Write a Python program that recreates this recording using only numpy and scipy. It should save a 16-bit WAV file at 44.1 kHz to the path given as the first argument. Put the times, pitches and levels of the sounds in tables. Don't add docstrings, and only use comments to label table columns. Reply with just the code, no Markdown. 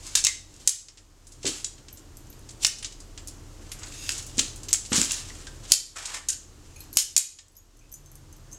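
import sys
import numpy as np
from scipy import signal
from scipy.fft import rfft, irfft
from scipy.io import wavfile
from scipy.ndimage import uniform_filter1d

SR = 44100
rng = np.random.default_rng(int(sys.argv[2]) if len(sys.argv) > 2 else 0)


def wav_record(signal):
    frames = np.transpose(np.atleast_2d(signal))
    bounded = np.clip(frames, -1, 1)
    quanta = np.round(bounded * 32767).astype(np.int16)
    wavfile.write(sys.argv[1], SR, quanta)


def volts_from_db(level):
    exponent = np.asarray(level, float) / 20
    return 10 ** exponent


N = 378378
SIZE = 2048
TIME_S = np.arange(N) / SR


def unit(x, count=None):
    return x / np.sqrt(np.mean(x[..., :count] ** 2, axis=-1, keepdims=True))


def ring(f, hz, width):
    return 1j * f * width / (hz ** 2 - f ** 2 + 1j * f * width)


def shape(x, response):
    size = x.shape[-1]
    return irfft(rfft(x) * response(np.fft.rfftfreq(size, 1 / SR) + 1e-3), size)


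def colour(table):
    hz, db = np.transpose(table)
    return lambda f: volts_from_db(np.interp(np.log(f), np.log(hz), db))


def envelope_db(table):
    s, db = np.transpose(table)
    return np.interp(TIME_S, s, db, left=-200, right=-200)


def walk(rate_hz):
    k = int(SR / rate_hz)
    steps = np.repeat(rng.standard_normal(N // k + 1), k)
    return unit(uniform_filter1d(steps, k)[:N])


def place(times_s, rows):
    out = np.zeros(N + rows.shape[1])
    for s, row in zip(times_s, rows):
        start = int(s * SR)
        out[start:start + len(row)] += row
    return out[:N]


def grains(spread_db):
    size_db = spread_db * np.minimum(rng.exponential(size=N), 5)
    return unit(rng.standard_normal(N) * volts_from_db(size_db))


def causal(gain):
    cepstrum = irfft(np.log(gain + 1e-9))
    cepstrum[:, 1:SIZE // 2] *= 2
    cepstrum[:, SIZE // 2 + 1:] = 0
    return np.exp(rfft(cepstrum))


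def room(x, count=6):
    # f/Hz, t60/s, level/dB
    decay_bands = [(400, 0.35, -2), (1430, 0.37, -4), (3130, 0.44, -7.5), (7100, 0.38, -9.5),
                   (10900, 0.76, -45.5), (14500, 0.22, -7)]
    hz, t60_s, db = np.transpose(decay_bands)[..., None]
    t = np.arange(8 * SIZE) / SR
    uneven_db = 2.5 * walk(700.)[:len(t)] * np.exp(-t / .06)
    onset = np.clip((t - .002) / .004, 0, 1)
    lumps = volts_from_db(uneven_db + 4 * np.exp(-t / .02)) * onset
    spot = np.arange(N) // (4 * SIZE) % count
    out = 0
    for k in range(count):
        noise = rng.standard_normal((len(hz), len(t)))
        bands = shape(noise, lambda f: ring(f, hz, 1.46 * hz) ** 2)
        fading = volts_from_db(db - 60 * t / t60_s) * bands / np.sqrt(t60_s * SR / 14)
        tail = lumps * np.sum(fading, axis=0)
        out = out + signal.fftconvolve(x * (spot == k), tail)[:N]
    return out


def gain_control():
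    # t/s, depth/dB
    gain_drops = [
        (0, -5.5),
        (.26, -6.5),
        (0.677, -11.5),
        (1.651, -1.5),
        (2.65, -3.5),
        (4.73, -3.5),
        (5.722, -14),
        (6.973, -10.5),
        (7.169, -11),
    ]
    hold_s, recover_s = 0.11, 1
    gain_db = 0
    for s, depth_db in gain_drops:
        recovery = np.exp(-np.maximum(TIME_S - s - hold_s, 0) / recover_s)
        gain_db = gain_db + depth_db * (TIME_S >= s) * recovery
    return gain_db


def house():
    # f/Hz, width/Hz, level/dB
    rumble_modes = [(76.8, 6.2, -2), (86.3, 12, 3), (119.1, 3.8, 4), (217.4, 27, -10.5), (287.3, 39, -8)]
    # f/Hz, level/dB per Hz
    air_spectrum = [(12, -36), (20, 3.5), (44, -8.5), (88, -0.5), (204, -17.5), (301, -16.5), (678, -24.5),
                    (1090, -23), (2320, -30.5), (2910, -27.5), (3740, -29), (6910, -24.5), (11000, -37.5),
                    (16000, -38)]
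    # t/s, level/dB
    motor_level = [
        (7.75, -93),
        (8.0, -55),
        (8.58, -57),
    ]
    house_db, hiss_db, hiss_ducks = -44.5, -54.5, 0.7
    gain_db = gain_control()
    drone = volts_from_db(1.5 * walk(2.5)) * np.sin(2 * np.pi * 34.8 * TIME_S + .6 * walk(2.2))
    rumble = unit(shape(rng.standard_normal(N),
                        lambda f: sum(volts_from_db(db) * ring(f, hz, width) for hz, width, db in rumble_modes)))
    air = shape(rng.standard_normal(N), colour(air_spectrum))
    hiss = shape(air, lambda f: f ** 2 / (f ** 2 + 550.0 ** 2))
    motor = volts_from_db(envelope_db(motor_level)) * np.sin(2 * np.pi * 143. * TIME_S)
    whine = volts_from_db(-22.5) * np.sin(2 * np.pi * 2910. * TIME_S + walk(8.))
    low = volts_from_db(2.0) * drone + volts_from_db(-1.5) * rumble + volts_from_db(-4.5) * unit(air - hiss)
    high = unit(hiss) + whine
    return volts_from_db(house_db + gain_db) * low + volts_from_db(hiss_db + hiss_ducks * gain_db) * high + motor


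def tags():
    # t/s, peak/dB, large tag/dB, small tag/dB
    touches = [(1.928, -35, -20, -9), (1.9394, -41, -23, -16), (1.9593, -43, -25, -8),
               (2.17, -29, -21, -25), (2.174, -40, -25, -10), (2.205, -46, -25, -12),
               (2.334, -45, -25, -10), (2.3007, -38, -15, -5), (2.392, -40, -18, -30),
               (6.745, -52, -25, -8), (6.761, -39, -13, -31), (6.791, -43, -16, -16),
               (6.8049, -29, -20, -11), (6.9286, -27, -21.5, -9), (7.5526, -47, -13, -17),
               (7.5667, -41.5, -9.5, -9), (7.7688, -42.5, -19, -26.5), (7.791, -49, -4.5, -35),
               (7.8144, -58.5, -13, -26), (7.9172, -36, -17, -11), (7.925, -40, -4, 1),
               (7.9398, -28, -8.5, -33), (8.0598, -40, -10, -32), (8.116, -37.5, -18, -10),
               (8.1543, -32, -24, -17), (8.19, -52, -22, -15), (8.3268, -37, -10, -22),
               (8.3646, -43, -14, -9), (8.5152, -43, -6, -20), (8.522, -41, -3, -21),
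               (8.5287, -34.5, -2, -18)]
    # f/Hz, level/dB, t60/s
    large_modes = [(6400, -9.5, 0.12), (6900, -15, .1), (7700, -12, 0.06)]
    # f/Hz, level/dB, t60/s
    small_modes = [(12600, 0, 0.0366), (12600, -14.5, .1), (15070, -16, .06)]
    s, db, large_db, small_db = np.transpose(touches)[..., None]
    own_hz = 6150 * (1 + 0.012 * rng.standard_normal((len(s), 1)))
    t = np.arange(4 * SIZE) / SR
    burst = volts_from_db(-60 * t / 0.026) * rng.standard_normal((len(s), len(t)))
    tick = shape(burst, lambda f: ring(f, 7200.0, 6760.0) ** 2 * ring(f, 12200.0, 9170.0))
    out = volts_from_db(-3.0) * tick + volts_from_db(large_db - 60 * t / 0.043) * np.sin(2 * np.pi * own_hz * t)
    for modes, disc_db in ((large_modes, large_db), (small_modes, small_db)):
        for hz, mode_db, t60_s in modes:
            chance = rng.standard_normal((len(s), 2))
            level = volts_from_db(disc_db + mode_db + 3.5 * chance[:, :1] - 60 * t / t60_s)
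            detune = 1 + 0.0036 * chance[:, 1:]
            out = out + level * np.sin(2 * np.pi * hz * t * detune)
    return place(s[:, 0], volts_from_db(db + 1.5) * out * np.minimum(t / 0.00046, 1))


def pings():
    # t/s, level/dB, f/Hz, t60/s
    single_rings = [(.154, -36.5, 1686, 0.034), (0.268, -35.5, 2080, 0.16), (2.825, -45, 9360, .06),
                    (3.716, -43, 9460, 0.052), (3.718, -49, 11600, 0.086), (4.685, -51, 11800, 0.084),
                    (4.898, -54, 11400, .08), (6.76, -54, 2480, 0.08), (6.8, -62, 2490, .2),
                    (6.761, -57, 10900, 0.048), (6.761, -67, 13600, 0.11), (6.793, -57, 10800, .05),
                    (6.806, -50.5, 4230, 0.033), (6.93, -53, 4380, 0.061), (6.931, -61.5, 5140, .1),
                    (7.516, -70, 10700, 0.088), (7.516, -73, 13500, .08), (7.556, -63.5, 5150, 0.13),
                    (7.811, -66, 2520, 0.292), (6.762, -52, 6630, .06), (6.761, -61, 4300, .04),
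                    (6.82, -61, 5140, .08), (7.57, -58, 6700, .15), (8.525, -51, 7650, 0.13),
                    (5.302, -48, 1930, 0.045), (5.472, -46, 1590, .05), (6.31, -56, 1550, 0.18),
                    (6.3, -53, 2780, .2)]
    s, db, hz, t60_s = np.transpose(single_rings)[..., None]
    t = np.arange(4 * SIZE) / SR
    blows = rng.standard_normal((len(s), len(t))) * volts_from_db(-60 * t / t60_s)
    rings = shape(blows, lambda f: ring(f, hz, 60.))
    return place(s[:, 0], volts_from_db(db) * unit(rings, count=600))


def rustle():
    # f/Hz, level/dB per Hz
    nylon_spectrum = [(1180, -43.5), (2000, -16.5), (2780, -3.5), (3680, -2), (5880, 1), (7440, 3),
                      (13700, -21.5), (16000, -22.5)]
    # loudest t/s, level/dB, swell/s, fade/s, dull share/dB
    drags = [(.15, -36.5, 0.53, .01, -13.5), (.672, -39, 0.14, .005, -16), (1.34, -52, 0.11, 0.091, -21),
             (1.489, -24, 0.038, 0.11, -15), (2.637, -23, 0.022, 0.01, -24), (3.85, -53, 0.16, 0.062, 7.5),
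             (4.18, -32.5, 0.38, 0.11, -14.5), (4.44, -36.5, 0.12, 0.23, -15.5),
             (4.921, -28.5, 0.0016, 0.052, 5.5), (4.96, -19.5, 0.056, 0.15, -24),
             (5.1, -31, 0.046, 0.36, -11), (5.719, -26, 0.039, .006, -15), (5.961, -34, 0.0032, .05, -1.5),
             (5.99, -33.5, 0.022, 0.078, -8), (6.089, -29.5, 0.058, .09, -4.5),
             (6.17, -34, 0.058, 0.033, -5.5), (6.68, -52.5, 0.21, 0.089, -11), (6.84, -50, 0.13, .1, -7)]
    swell_db = 15
    crinkle = grains(2.5) * volts_from_db(2.2 * walk(120.) + 2.2 * walk(35.))
    bright = unit(shape(crinkle, colour(nylon_spectrum)))
    dull = unit(shape(crinkle, lambda f: ring(f, 1280.0, 2400.0) ** 2))
    out = 0
    for s, db, swell_s, fade_s, dull_db in drags:
        lost = np.where(TIME_S < s, (s - TIME_S) / swell_s, (TIME_S - s) / fade_s)
        level = volts_from_db(db - 7.0 - swell_db * np.minimum(lost, 10))
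        out = out + level * (bright + volts_from_db(dull_db) * dull)
    return out


def thuds():
    # t/s, peak/dB, f/Hz, t60/s
    landings = [(1.446, -25.5, 400, 0.035), (1.459, -25, 268, .04), (1.476, -30, 333, 0.07),
                (1.492, -30, 322, .05), (1.517, -37, 264, .06), (4.3802, -23.5, 238, 0.03),
                (4.41, -39.5, 270, 0.047), (4.918, -19.5, 225, 0.032), (4.941, -23, 240, .05),
                (4.981, -20, 189, .05), (4.993, -24, 247, .05), (5.018, -27, 241, .06),
                (5.714, -37, 486, 0.021)]
    push_cycles, wobble_db, boom_db = 0.31, -14.5, -7.5
    s, db, hz, t60_s = np.transpose(landings)[..., None]
    t = np.arange(4 * SIZE) / SR
    wobble = volts_from_db(wobble_db - 60 * t / .06) * rng.standard_normal((len(s), len(t)))
    push = np.sin(np.pi * np.minimum(t * hz / push_cycles, 1)) + wobble
    width_hz = np.log(1000) / np.pi / t60_s
    boards = shape(push, lambda f: ring(f, hz, width_hz) * ring(f, hz, 740.0)
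                   + volts_from_db(boom_db) * ring(f, 120., 90.0))
    return place(s[:, 0], volts_from_db(db) * boards / np.abs(boards).max(axis=1, keepdims=True))


def slide():
    # t/s, level/dB
    slide_level = [
        (3.8, -58.5),
        (3.892, -54.5),
        (4.1, -35),
    ]
    # f/Hz, width/Hz, level/dB
    tube_modes = [(2710, 80, 17.5), (3680, 160, 15), (4820, 18, -6.5), (5030, 110, 16), (5770, 100, 7),
                  (6550, 94, 21), (7200, 38, 6), (9000, 45, -24.5)]

    def response(f):
        modes = sum(volts_from_db(db) * ring(f, hz, width + 30.) for hz, width, db in tube_modes)
        return modes + volts_from_db(-3.) * ring(f, 5500., 6000.) ** 2

    return volts_from_db(envelope_db(slide_level) - 2.0) * unit(shape(grains(0.86), response))


def ferrules(rows):
    # f/Hz, level/dB
    crack_spectrum = [(150, -65), (500, -31.5), (1400, -22), (2000, -17), (3500, -8), (5000, -3.5),
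                      (7500, -1), (9000, -9), (10500, -15), (13000, -24.5), (16500, -18.5)]
    # from t/s, to t/s, f/Hz, width/Hz, lift/dB
    joint_rings = [
        (0, 5.5, 9700, 500, 0),
        (.67, .7, 9900, 500, 7),
        (.67, .7, 8100, 900, 2),
        (.67, .7, 14500, 300, 13),
        (5.71, 5.73, 5200, 700, 2),
        (5.7, 7.3, 6800, 400, 2),
        (5.7, 7.3, 8900, 400, 7),
        (5.7, 7.3, 11300, 600, 11),
        (5.7, 7.3, 13900, 400, 6),
    ]
    # t/s, f/Hz, lift/dB
    struck_modes = [(.153, 6050, 2.5), (.153, 11430, 10), (.153, 13460, 6), (.153, 3680, -1),
                    (.248, 2640, 8), (.248, 3770, 2.5), (.248, 5450, 4), (.248, 6300, 4.5),
                    (.27, 3750, 3.5), (.27, 5140, 2), (.27, 7600, 4), (.27, 12340, 10), (.68, 6460, 3.5),
                    (.68, 7600, 2.5), (.68, 9500, 5.5), (.68, 11300, 3.5), (.68, 12200, 6),
                    (1.645, 5730, -1), (1.645, 7040, 4), (1.645, 10800, 6), (1.645, 12770, 10),
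                    (2.655, 2820, 0), (2.655, 5440, 6.5), (2.655, 14700, 7), (3.831, 1530, 10),
                    (3.831, 6740, 11), (3.831, 7770, 4), (4.092, 1530, 5.5), (4.092, 2690, 3.5),
                    (4.092, 5000, 4.5), (4.092, 9400, 2), (4.092, 11670, 14.5), (4.39, 4080, -0.5),
                    (4.39, 6120, 3.5), (4.735, 7580, 5.5), (4.735, 6420, 2.5), (4.735, 5500, -1),
                    (4.94, 3180, -5), (4.94, 8650, 2), (5.02, 1520, 12.5), (5.02, 2090, 5.5),
                    (5.02, 2540, 8.5), (5.02, 5430, -0.5), (5.02, 7170, 9.5), (5.115, 1590, 10),
                    (5.115, 2750, 5), (5.72, 4510, 6.5), (5.72, 3170, -4), (5.72, 7400, 1.5),
                    (5.72, 10580, 12), (6.295, 1610, 8), (6.295, 2885, 1), (6.295, 6330, 2),
                    (6.295, 10400, 9), (6.975, 3020, 1.5), (6.975, 5250, 1.5), (7.17, 2500, 0.5),
                    (7.17, 6600, -1.5), (7.177, 7200, 2.5)]
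    struck_reach_s, struck_width_hz = .016, 230.0
    tube_ring_hz, ring_scatter, ring_width_hz = 7450, 0.11, 2100.0
    s, db, upper_db, knock_db, chatter_ms = np.transpose(rows)[..., None]
    t, f = np.arange(SIZE) / SR, np.fft.rfftfreq(SIZE, 1 / SR) + 1

    chance = rng.standard_normal((len(s), 2, SIZE))
    patches = 4 * uniform_filter1d(chance[:, 1], size=16)
    blows = chance[:, 0] * volts_from_db(2 * patches - 60000 * t / np.maximum(chatter_ms, 3))
    rise_ms = np.where(db < -26, 1.0, 0.077)
    blows = blows * np.minimum((1000 * t + 0.01) / rise_ms, 1)
    even = uniform_filter1d(abs(rfft(blows)) ** 2, size=20) ** -.5

    lift = 1
    for start, end, hz, width, lift_db in joint_rings:
        lift = lift + ((s > start) & (s < end)) * volts_from_db(lift_db) * abs(ring(f, hz, width)) ** 2
    for at, hz, lift_db in struck_modes:
        near = abs(s - at) < struck_reach_s
        lift = lift + near * volts_from_db(lift_db) * abs(ring(f, hz, struck_width_hz)) ** 2
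    own_hz = tube_ring_hz * (1 + ring_scatter * rng.standard_normal((len(s), 1)))
    own = abs(ring(f, own_hz, ring_width_hz)) ** 2

    top_tilt_db = (upper_db + 8.5) / (1 + (9700.0 / f) ** 12)
    body_tilt_db = (knock_db + 17.0) / (1 + (f / 4370.0) ** 4)
    tilt_db = top_tilt_db + body_tilt_db
    loose_hz = 1600 * 7 ** rng.random((len(s), 5, 1))
    loose = np.sum(abs(ring(f, loose_hz, 110.0)) ** 2, axis=1)
    freedom = np.where(db < -27, .5, .25)
    crack = even * colour(crack_spectrum)(f) * (1 + volts_from_db(3.5) * loose * freedom)

    toward = crack * volts_from_db(tilt_db) * (lift + volts_from_db(-4.5) * own)
    spread = crack * volts_from_db(0.67 * tilt_db) * (lift + volts_from_db(-3.0) * own)
    sounds = []
    for gain in (toward, spread):
        sound = shape(blows, lambda _: causal(gain))
        sounds.append(place(s[:, 0], volts_from_db(db - 3.0) * unit(sound, count=140)))
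    return sounds


def contacts(light):
    top_db, body_db, body_loss = -14.5, -15.5, 1
    return [(s, db, top_db + hard_db, body_db - body_loss * hard_db, ms) for s, db, hard_db, ms in light]


def clatter():
    # t/s, level/dB, hardness/dB
    knocks = [(4.9455, -24, -4), (4.9575, -21, -1), (4.968, -22, 2), (4.9785, -19.5, -1),
              (4.997, -21.5, -4.5), (5.039, -25, 3), (5.054, -27.5, 1), (5.083, -37, -13.5),
              (5.1085, -23.5, 0), (5.131, -25.5, -6.5), (5.141, -27.5, -1.5), (.2523, -18, -3.5),
              (.54, -45, 0), (.563, -45, 3), (1.993, -50.5, 10), (2.27, -50.5, 6), (3.861, -42.5, 13),
              (3.882, -41.5, 9.5), (4.102, -29, -0.5), (4.194, -35, -7.5), (5.7262, -21.5, -1),
              (6.838, -48.5, 14), (7.482, -52, 14.5), (7.893, -57, 3)]
    return ferrules(contacts([tuple(knock) + (20.0,) for knock in knocks]))


def snaps():
    # t/s, level/dB, top/dB, body/dB, chatter
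    # t60/ms
    snaps_home = [(.1529, -9.5, -9, -14, 37), (.2398, -15.5, -27, -22.5, 15), (.2485, -10, -8, -26, 11),
                  (.2677, -10, -12.5, -12.5, 19), (.675, -7.5, -8, -20, 25),
                  (1.4757, -20.5, -10.5, -7.5, 66), (1.6448, -19.5, -23, -18, 28),
                  (2.6476, -8, -10, -6, 22), (4.092, -17, -7.5, -2.5, 14), (4.381, -19.5, -34.5, -21.5, 38),
                  (4.3948, -14, -37, -5, 30), (4.7297, -7.5, -4.5, -25.5, 15),
                  (4.7372, -11.5, -16.5, -30, 3.8), (4.932, -17, -17.5, -17.5, 10),
                  (5.0153, -11.5, -9, -17.5, 8), (5.1185, -17.5, -6, -33, 18),
                  (5.7194, -2.5, -2.5, -13.5, 14), (6.286, -17.5, -12, -26.5, 59),
                  (6.3017, -20, -18, -23, 26), (6.971, -5.5, 3, -15, 12), (6.9843, -19, -10.5, -17, 170),
                  (7.1646, -7.5, -6.5, -17.5, 19), (7.1774, -10, -2.5, -23.5, 20)]
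    # t/s, level/dB, hardness/dB, chatter t60/ms
    bounces_and_echoes = [(.1728, -19.5, -3, 110), (.257, -28.5, -15, 38), (.6934, -17, 4.5, 10),
                          (1.4663, -21.5, -0.5, 66), (2.6531, -23.5, -13.5, 7.8), (2.6668, -16.5, 10, 43),
                          (4.3867, -23.5, -21.5, 60), (4.392, -12.5, 7, 16), (4.7354, -23.5, -2.5, 5.6),
                          (4.7433, -27.5, -37.5, 16), (4.9543, -30, 2.5, 60), (4.964, -18, 9, 15),
                          (4.9763, -24.5, -4, 18), (5.026, -23, -10.5, 28), (5.0471, -23.5, 6.5, 15),
                          (5.1103, -22.5, -7.5, 51), (5.739, -26, -1, 18), (6.2955, -32.5, -14, 16)]
    # t/s, level/dB, hardness/dB
    swing_ticks = [(.0655, -33.5, 5), (.884, -40, -9), (.9727, -46, -7), (.9793, -47.5, -15),
                   (1.2688, -43.5, 8.5), (1.3207, -44.5, 6.5), (1.43, -35.5, -7), (1.4527, -26.5, -11.5),
                   (1.4628, -26, -14.5), (1.78, -49, -15), (1.883, -40, -13), (1.9724, -42.5, 6.5),
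                   (2.327, -48, -8.5), (2.4892, -40.5, -1), (2.5063, -43.5, 3), (2.785, -37, 5),
                   (2.8258, -35.5, -15), (2.8456, -25.5, -8.5), (2.922, -41, -1), (3.0015, -41.5, 4.5),
                   (3.1758, -34, -10.5), (3.273, -32, 16.5), (3.2823, -35.5, 7.5), (3.692, -49, -1.5),
                   (3.7169, -31, -12.5), (3.789, -44, 10), (3.8314, -34.5, -11)]
    # t/s, level/dB, hardness/dB
    lift_ticks = [(3.868, -41, -4), (4.063, -36, -7), (4.117, -27, 4), (4.179, -29.5, 8),
                  (4.2243, -36.5, 8), (4.2646, -36.5, 15), (4.3703, -36.5, 5), (4.5586, -37.5, 13.5),
                  (4.632, -34.5, 5), (4.6844, -30.5, -7), (4.707, -32.5, -6), (4.8496, -39, -9),
                  (4.86, -35, 3.5), (4.9291, -19, -9), (5.1386, -34, -11), (5.2, -41.5, -9),
                  (5.298, -41, -19), (5.4024, -46.5, -7), (5.4682, -37, -8.5), (5.6515, -41.5, -15.5),
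                  (5.6975, -36.5, 0.5), (5.7098, -31, 4), (6.0521, -34, -10), (6.0561, -27, -3.5),
                  (6.3278, -27.5, 1), (6.936, -41, 10.5), (6.955, -37.5, 12), (6.9613, -34, 9.5),
                  (7.3867, -41.5, -11)]
    ticks = [tuple(tick) + (57.5,) for tick in list(swing_ticks) + list(lift_ticks)]
    return ferrules(list(snaps_home) + contacts(list(bounces_and_echoes) + ticks))


def scene():
    toward, spread = np.add(snaps(), clatter())
    near = thuds() + rustle() + slide()
    collar = tags() + pings()
    echo = room(spread + near + volts_from_db(-1.5) * collar)
    return (toward + near + collar + echo + house())[None]


def low_pass(x):
    return signal.sosfilt(signal.butter(12, 16190, fs=SR, output="sos"), x)


def record(dry):
    ported = shape(dry, lambda f: 1 / (1 + (f / 15000.0) ** 12))
    loud = np.clip(ported, -1, 1)
    mix = np.clip(loud - 0.13 * loud ** 4, -1, 1)
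    return low_pass(mix)


dry = scene()
out = record(dry)
wav_record(out)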